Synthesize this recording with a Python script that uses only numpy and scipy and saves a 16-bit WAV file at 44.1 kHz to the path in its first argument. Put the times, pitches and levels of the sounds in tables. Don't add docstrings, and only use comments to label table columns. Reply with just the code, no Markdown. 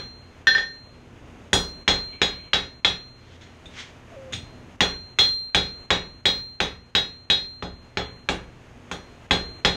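import sys
import numpy as np
from scipy import signal
from scipy.fft import rfft, irfft, next_fast_len
from scipy.io import wavfile
from scipy.ndimage import uniform_filter1d, map_coordinates

SR = 44100
rng = np.random.default_rng(int(sys.argv[2]) if len(sys.argv) > 2 else 0)


def gain_from_db(level_db):
    decades = np.asarray(level_db, float) / 20
    return 10 ** decades


def int16_out(signal):
    q = np.round(np.clip(np.atleast_2d(signal).T, -1, 1) * 32767)
    wavfile.write(sys.argv[1], SR, q.astype(np.int16))


N = 430416

# start_s [s], clang_db [dB], thud_db [dB], tone_db [dB], clink_db [dB]
SET_DOWNS = [
    (3.411, -46, -64, -59, -56),
    (3.6563, -46, -45.5, -81, -41),
    (4.3232, -34, -35.5, -44, -40),
    (4.332, -21.5, -37.5, -45, -26.5),
]
# frequency_hz [Hz], t60_s [s]
SHOP_DECAY = [(40, 1), (110, 0.61), (280, 0.53), (740, 0.36), (1940, 0.34), (5000, 0.22), (13500, 0.3)]


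def contacts():
    # start_s [s], clang_db [dB], thud_db [dB], tone_db [dB], heel_db [dB]
    bar_blows = [(-0.12, -7, -28, -27, -28), (1.5303, -12, -23.5, -26.0, -20),
                 (1.8777, -8, -25.5, -21.0, -18), (2.2159, -10.5, -30.0, -28.0, -14.5),
                 (2.5323, -9.5, -31, -34.5, -13), (2.8464, -8.5, -32.5, -30.0, -17.5),
                 (4.8056, -7.5, -26.5, -25, -33), (5.1867, -11, -31.5, -13.5, -16.0),
                 (5.5462, -9.5, -26.5, -24.5, -12), (5.904, -9, -26.5, -31.5, -17),
                 (6.2545, -11, -30.5, -22, -12), (6.6023, -12.5, -29.5, -39.5, -19.5),
                 (6.9502, -10.5, -32.5, -29.5, -11), (7.2995, -11.5, -33.5, -23.5, -9),
                 (7.6238, -29.5, -32, -42, -41), (7.9713, -16, -31.5, -37, -45),
                 (8.2879, -15, -29, -50.5, -31), (8.9135, -24.5, -36.5, -48, -52),
                 (9.3088, -10, -24, -27, -22), (9.648, -8.5, -25, -26.5, -18)]
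    # start_s [s], clang_db [dB], thud_db [dB], tone_db [dB], heel_db [dB]
    face_bounces = [
        (0.4694, -13.5, -39.5, -18, -26),
        (0.5488, -20, -43.5, -33.5, -28),
        (0.5799, -24, -44.5, -30.5, -51),
    ]
    # thud_db [dB], tone_db [dB], heel_db [dB]
    usual_db = (-19, -18, -13)
    # thud_share, tone_share, heel_share [dB per dB]
    part_levels = dict(knock=(-13.5, -13, -27, 0.6949, -0.0652, -0.03),
                   sizzle=(-22, -35, -16, 0.71, 0.05, -0.2), bend=(-24.5, 3, -36, .05, -0.04, 0.15),
                   face=(-9, -12, -11.5, -0.12, 0.4333, 0.0552), waist=(-29, -23.5, -30, 0.33, 0.36, .45),
                   horn=(-30.5, -29, -25, -0.1, 0.46, -0.22), edge=(-24, -31.5, -13.5, 0.27, 0.44, -0.33),
                   hole=(-35, -53, -42, -1.3, 0.44, 0), shimmer=(-44, -48, -45, 0, 0.64, 0.1),
                   top=(-47, -68.5, -55, 0.7, 0.24, -0.2))
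    # start_s [s], brightness_db [dB]
    crispness = [
        (1.53, 14),
        (4.81, -4.5),
        (5.19, 2),
        (5.9, -3.5),
        (6.6, 0),
        (7.62, -11.5),
        (7.97, -14),
        (9.31, -4.5),
        (9.65, -3),
    ]
    crisp_shares = dict(sizzle=1.05, face=0.28, waist=.45, horn=0.79, edge=.7, shimmer=1, top=1)
    out = []
    for kind, rows in enumerate((bar_blows, face_bounces, SET_DOWNS)):
        for s, clang_db, *given in rows:
            odd_db = np.array(given) - clang_db - usual_db
            crisp_db = sum(db for when, db in crispness if abs(when - s) < .04)
            levels = dict(clang=clang_db, thud=given[0], long=given[1], heel=given[2])
            for name, row in part_levels.items():
                follow_db = np.dot(row[3:], odd_db) + crisp_shares.get(name, 0) * crisp_db
                levels[name] = clang_db + row[kind] + follow_db
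            out.append((s, levels))
    return sorted(out, key=lambda contact: contact[0])


def blow_noise(clang_db, thud_db, knock_db, sizzle_db):
    # frequency_hz [Hz], density_db [dB per Hz]
    burst_spectrum = [(15, -57.5), (25, 7), (187, 9), (296, 5), (410, 9.5), (927, -4.5), (1320, -6.5),
                      (3060, -14), (3320, -11), (4130, -12), (4480, -20.5), (6730, -25), (8830, -38.5),
                      (15200, -62.5), (16500, -50.5)]
    hz, t, z = signal.stft(rng.standard_normal(SR // 2), SR, nperseg=256)
    room_fall = gain_from_db(-60 * t / along(SHOP_DECAY, hz)[:, None])
    contact_fall = 2.52 * gain_from_db(-60 * t / 0.014)
    noise = signal.istft(z * (room_fall + contact_fall), SR, nperseg=256)[1][:SR // 2]
    noise[:40] = np.diff(21 * signal.windows.gaussian(41, 3.5))

    f = np.fft.rfftfreq(len(noise), 1 / SR)
    weight_db = along([(150, thud_db + 2.5), (700, knock_db + 0.5), (1100, knock_db + 5),
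                       (2500, clang_db), (5000, clang_db), (9000, sizzle_db + 19),
                       (13000, sizzle_db + 7.0), (15500, clang_db + 0.5)], f)
    grip = rng.standard_normal(len(f))
    grip = unit(uniform_filter1d(uniform_filter1d(grip, size=16), size=16))
    modes_db = along([(1000, 1), (2500, 2.5), (5000, 3.5), (9000, 6.5)], f) * grip - 7 * (f < 900)
    modes_db += 14.5 * np.exp(-((f - 15520) / 160) ** 2) - 40 * (f > 15850)

    cepstrum = irfft(np.log(gain_from_db(along(burst_spectrum, f) + weight_db + modes_db) + 1e-9))
    cepstrum[1:len(cepstrum) // 2] *= 2
    cepstrum[len(cepstrum) // 2 + 1:] = 0
    impulse = irfft(np.exp(rfft(cepstrum)))[:SR // 5]
    return signal.fftconvolve(noise, impulse)[:len(noise)]


def standing_waves():
    # frequency_hz [Hz], level_db [dB]
    stand_modes = [(39, -9.5), (67, -2.5), (87, -11), (110, -7.5), (179, 1), (229, -10.5), (271, -6.5),
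                   (300, -9.5), (316, -11.5), (386, 0), (427, 0.5), (486, -2.5), (511, -6.5), (540, -1.5),
                   (563, -5.5), (614, -5), (666, -6.5), (700, -4.5), (733, -3), (771, -3), (794, 0.5),
                   (834, 1), (869, -2)]
    hz, db = np.transpose(stand_modes)[:, :, None]
    t = np.arange(SR // 2) / SR
    phase = rng.uniform(0, 2 * np.pi, hz.shape)
    decay = gain_from_db(db - 60 * t / (0.71 * along(SHOP_DECAY, hz)))
    waves = decay * np.sin(2 * np.pi * hz * t + phase) * (1 - np.exp(-t / 0.0043))
    is_low = hz[:, 0] < 320
    return waves[is_low].sum(0), waves[~is_low].sum(0)


def blows():
    out = np.zeros(N + 2 * SR)
    low, middle = standing_waves()
    for s, db in contacts():
        burst = gain_from_db(8.5) * blow_noise(db["clang"], db["thud"], db["knock"], db["sizzle"])
        waves = gain_from_db(db["thud"] - 1.2) * low + gain_from_db(db["knock"] - 7) * middle
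        out[place(s + .0004):][:len(burst)] += burst + waves
    return out[place(0):][:N]


def family(modes, t, scatter_db):
    hz, db, t60 = np.transpose(modes)[:, :, None]
    luck = rng.standard_normal((len(modes), 6))
    slow = np.sin(2 * np.pi * (22 + 6 * luck[:, 2:3]) * t + 3 * luck[:, 3:4])
    fast = np.sin(2 * np.pi * (47 + 9 * luck[:, 4:5]) * t + 3 * luck[:, 5:])
    flutter = slow + fast
    strike_db = scatter_db * (1 + (hz / 7000) ** 2) * luck[:, :1]
    envelope = gain_from_db(db + strike_db + 2.1 * flutter - 60 * t / (.9 * t60))
    tones = np.sin(2 * np.pi * hz * t + 1.3 * luck[:, 1:2] + 0.3 * flutter)
    return np.sum(envelope * tones, 0) * (1 - np.exp(-t / 0.0008))


def anvil():
    # frequency_hz [Hz], level_db [dB], t60_s [s]
    bend_modes = [(1562, -4, .32), (1738, -13, .26), (1798, -1, .31), (1826, -1, .31), (1878, -12, .26),
                  (10290, -46, .3), (13913, -46, .35)]
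    face_modes = [(3268, -5, .25), (3348, -7, .2), (3382, -2, .28), (3405, -7, .28), (3465, -10, .22),
                  (3598, -6, .22), (15472, -41, .26)]
    heel_modes = [(3821, -8, .26), (3911, -15, .25)]
    waist_modes = [(4977, 0, .38), (4714, -7, .33)]
    horn_modes = [(5640, -2, .38), (5804, -1, .45)]
    edge_modes = [(6584, -3, .27), (6621, -1, .2)]
    hole_modes = [(7304, 0, .24), (7715, -10, .25)]
    shimmer_modes = [(7929, -8, .55), (8740, -12, .26), (9361, -3, .18), (9548, -12, .23),
                     (15702, -17, .45)]
    top_modes = [(10765, -2, .2), (11501, -3, .4), (11950, -8, .45)]
    # frequency_hz [Hz], level_db [dB], t60_s [s]
    clink_modes = [(2500, -9, .12), (3515, -2, .1), (3600, -3, .09), (3670, 0, .11), (3880, -8, .09),
                   (6660, -14, .1)]
    families = dict(bend=bend_modes, face=face_modes, heel=heel_modes, waist=waist_modes, horn=horn_modes,
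                    edge=edge_modes, hole=hole_modes, shimmer=shimmer_modes, top=top_modes)
    tap_times = [row[0] for row in SET_DOWNS]
    out = np.zeros(N + 2 * SR)
    t = np.arange(SR * 2 // 5) / SR
    fade = np.clip((t[-1] - t) / .05, 0, 1)
    for s, db in contacts():
        struck = dict(families, heel=clink_modes) if s in tap_times else families
        ring = sum(gain_from_db(db[name]) * family(modes, t, scatter_db=1.03) for name, modes in struck.items())
        out[place(s + .0006):][:len(t)] += fade * ring
    return out[place(0):][:N]


def long_tone():
    # frequency_hz [Hz], t60_s [s], swell_s [s]
    tone_mode = (4163.5, 1.084, 0.0092)
    hz, t60_s, swell_s = tone_mode
    grip_loss = 55
    out = np.zeros(N + 2 * SR)
    t = np.arange(SR) / SR
    old = np.exp(-t / swell_s)
    decay = gain_from_db(-60 * t / t60_s - grip_loss * t ** 2)
    for s, db in contacts():
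        k = place(s)
        out[k:k + SR] = (gain_from_db(db["long"]) * (1 - old) + out[k] * old) * decay
    strength = out[place(0):][:N]
    return strength, strength * np.sin(2 * np.pi * hz * np.arange(N) / SR)


def walls(x):
    t = np.arange(SR // 3) / SR
    tail = rng.standard_normal(len(t)) * gain_from_db(-60 * t / .26) * (t > .004)
    return signal.fftconvolve(x, tail / np.linalg.norm(tail))[:N]


def tongs():
    # frequency_hz [Hz], width_hz [Hz], level_db [dB]
    jaw_modes = [(2280, 100, 4), (3130, 300, -4), (4900, 150, -18)]
    # peak_s [s], peak_db [dB], rise [dB per s], fall [dB per s]
    buzz_swell = (2.135, -49, 240, 20)
    # frequency_hz [Hz], density_db [dB per Hz]
    grit_spectrum = [(590, -31), (1000, -14), (2050, -0.5), (2610, -5.5), (3370, -0.5), (4640, -11),
                     (6460, -11.5), (7060, -17), (14000, -55)]
    # peak_s [s], peak_db [dB], rise [dB per s], fall [dB per s]
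    drag_swells = [
        (3.358, -54.5, 70, 400),
        (3.42, -52, 900, 100),
        (3.798, -36, 248, 177),
    ]
    # time_s [s], pitch_hz [Hz], level_db [dB]
    squeak_path = [
        (4.11, 547, -64),
        (4.124, 691, -49),
        (4.162, 607, -47),
        (4.168, 551, -41),
        (4.204, 533, -43.5),
        (4.3, 518, -44),
        (4.33, 514, -53),
    ]
    buzz = unit(filtered(rng.standard_normal(N) * gain_from_db(1.3 * wobble(76)), peaks(jaw_modes)))
    rattle = buzz * swell(*buzz_swell) * (np.arange(N) < 2.52 * SR)

    grit = rng.standard_normal(N) * gain_from_db(0.75 * wobble(150))
    drag = unit(filtered(grit, lambda f: gain_from_db(along(grit_spectrum, f))))
    drag = drag * sum(swell(*row) for row in drag_swells)

    pitch_hz = curves(squeak_path)[0] * (1 + .006 * wobble(60))
    tone = np.sqrt(2) * np.sin(2 * np.pi * np.cumsum(pitch_hz) / SR)
    return rattle + drag + tone * gain_from_db(1.7 * wobble(30)) * stroke(squeak_path)


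def blower():
    # frequency_hz [Hz], density_db [dB per Hz]
    draught_spectrum = [(12, -57), (20, -9), (124, -9), (195, -13.5), (244, -10.5), (281, -13.5),
                        (351, -13.5), (583, -17.5), (652, -17.5), (772, -20), (2890, -27), (4160, -37),
                        (6530, -41.5), (12800, -56), (16500, -67)]
    # frequency_hz [Hz], width_hz [Hz], level_db [dB]
    port_modes = [(6550, 550, 1)]
    # frequency_hz [Hz], level_db [dB]
    motor_lines = [(60, -66.5), (85, -55.5), (121, -56), (245, -60.5)]
    # time_s [s], roar_db [dB]
    draught_levels = [(0.0, -56.5), (0.95, -53), (1.98, -51.5), (2.09, -51.5), (2.96, -55.5), (4.24, -51.5),
                      (5.57, -55.5), (5.79, -51), (6.36, -57.5), (7.28, -58), (9.65, -50), (9.76, -54.5)]

    def low(f):
        return 1 / (1 + (f / 450) ** 4)

    def rumble_response(f):
        return gain_from_db(along(draught_spectrum, f)) * np.sqrt(low(f))

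    def roar_response(f):
        high = gain_from_db(along(draught_spectrum, f)) * np.sqrt(1 - low(f))
        return high * (1 + peaks(port_modes)(f)) * (f < 15850)

    roar_db, = curves(draught_levels)
    mean_db = roar_db.mean()
    rumble_db = mean_db + 3 + 1.43 * (roar_db - mean_db)
    rumble = unit(filtered(rng.standard_normal(N), rumble_response))
    roar = unit(filtered(rng.standard_normal(N), roar_response))
    t = np.arange(N) / SR
    lines = np.zeros(N)
    for hz, db in motor_lines:
        line = np.sin(2 * np.pi * hz * t + 1.1 * wobble(6.8))
        lines += np.sqrt(2) * gain_from_db(db + 2.4 * wobble(8.7)) * line
    rumble = gain_from_db(rumble_db + 1.4 * wobble(1.944)) * rumble
    return rumble + gain_from_db(roar_db + 1.0 + .7 * wobble(21)) * roar + lines


def ducking(loud):
    power = np.abs(uniform_filter1d(loud ** 2, size=441))
    over_db = np.clip(10 * np.log10(power + 1e-12) + 30, 0, None)
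    t = np.arange(SR) / SR
    memory = np.exp(-t / 0.36) * (1 - np.exp(-t / 0.012))
    return gain_from_db(-1.4 * signal.fftconvolve(over_db, memory / memory.sum())[:N])


def flinch():
    gain_db = np.zeros(N)
    t = np.arange(N) / SR
    for s, db in contacts():
        gain_db -= np.clip(db["clang"] + 18, 0, 12) * .5 * (t > s - .042) * (t < s)
    return gain_from_db(uniform_filter1d(gain_db, size=120))


def thinned(x, strength):
    hz, t, z = signal.stft(x, SR, nperseg=1024, noverlap=768)
    size = uniform_filter1d(uniform_filter1d(np.abs(z), size=3, axis=0), size=5, axis=1)
    capped_strength = np.minimum(strength, gain_from_db(-39))
    in_band = ((hz > 4330) * (hz < 5580))[:, None]
    threshold = gain_from_db(-35.5) * np.interp(t, np.arange(N) / SR, capped_strength) * in_band
    return x - signal.istft(z * (size < threshold), SR, nperseg=1024, noverlap=768)[1][:N]


def unit(x):
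    return x / np.sqrt(np.mean(x ** 2) + 1e-20)


def along(points, hz):
    f, v = np.transpose(points)
    return np.interp(np.log(hz + 1), np.log(f + 1), v)


def curves(rows):
    s, *cols = np.transpose(rows)
    return [np.interp(np.arange(N) / SR, s, c) for c in cols]


def wobble(rate):
    knots = rng.standard_normal(int(N * rate / SR) + 4)
    return map_coordinates(knots, [np.arange(N) * rate / SR])


def filtered(x, response):
    m = next_fast_len(N + SR // 2)
    return irfft(rfft(x, m) * response(np.fft.rfftfreq(m, 1 / SR)), m)[:N]


def peaks(modes):
    def response(f):
        return sum((-1) ** k * gain_from_db(db) * 1j * f * w / (c * c - f * f + 1j * f * w)
                   for k, (c, w, db) in enumerate(modes))
    return response


def swell(s, db, rise, fall):
    t = np.arange(N) / SR - s
    return gain_from_db(db + np.minimum(rise * t, -fall * t))


def stroke(rows):
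    t = np.arange(N) / SR
    gate = 1. * (t > rows[0][0]) * (t < rows[-1][0])
    return gain_from_db(curves(rows)[-1]) * uniform_filter1d(gate, size=400)


def place(s):
    return round((s + .25) * SR)


def scene():
    ring = anvil()
    strength, tone = long_tone()
    hits = blows() + ring + gain_from_db(-8.5) * walls(ring)
    background = ducking(hits + tone) * blower()
    mix = tone + thinned(hits + tongs() + background, strength)
    return (flinch() * mix)[None]


def low_pass(x):
    return signal.sosfilt(signal.butter(12, 16830, fs=SR, output="sos"), x)


def record(dry):
    limited = dry / (1 + np.abs(dry / .9) ** 6) ** (1 / 6)
    finished = limited * np.clip(np.arange(N)[::-1] / 90, 0, 1)
    return low_pass(finished)


dry = scene()
out = record(dry)
int16_out(out)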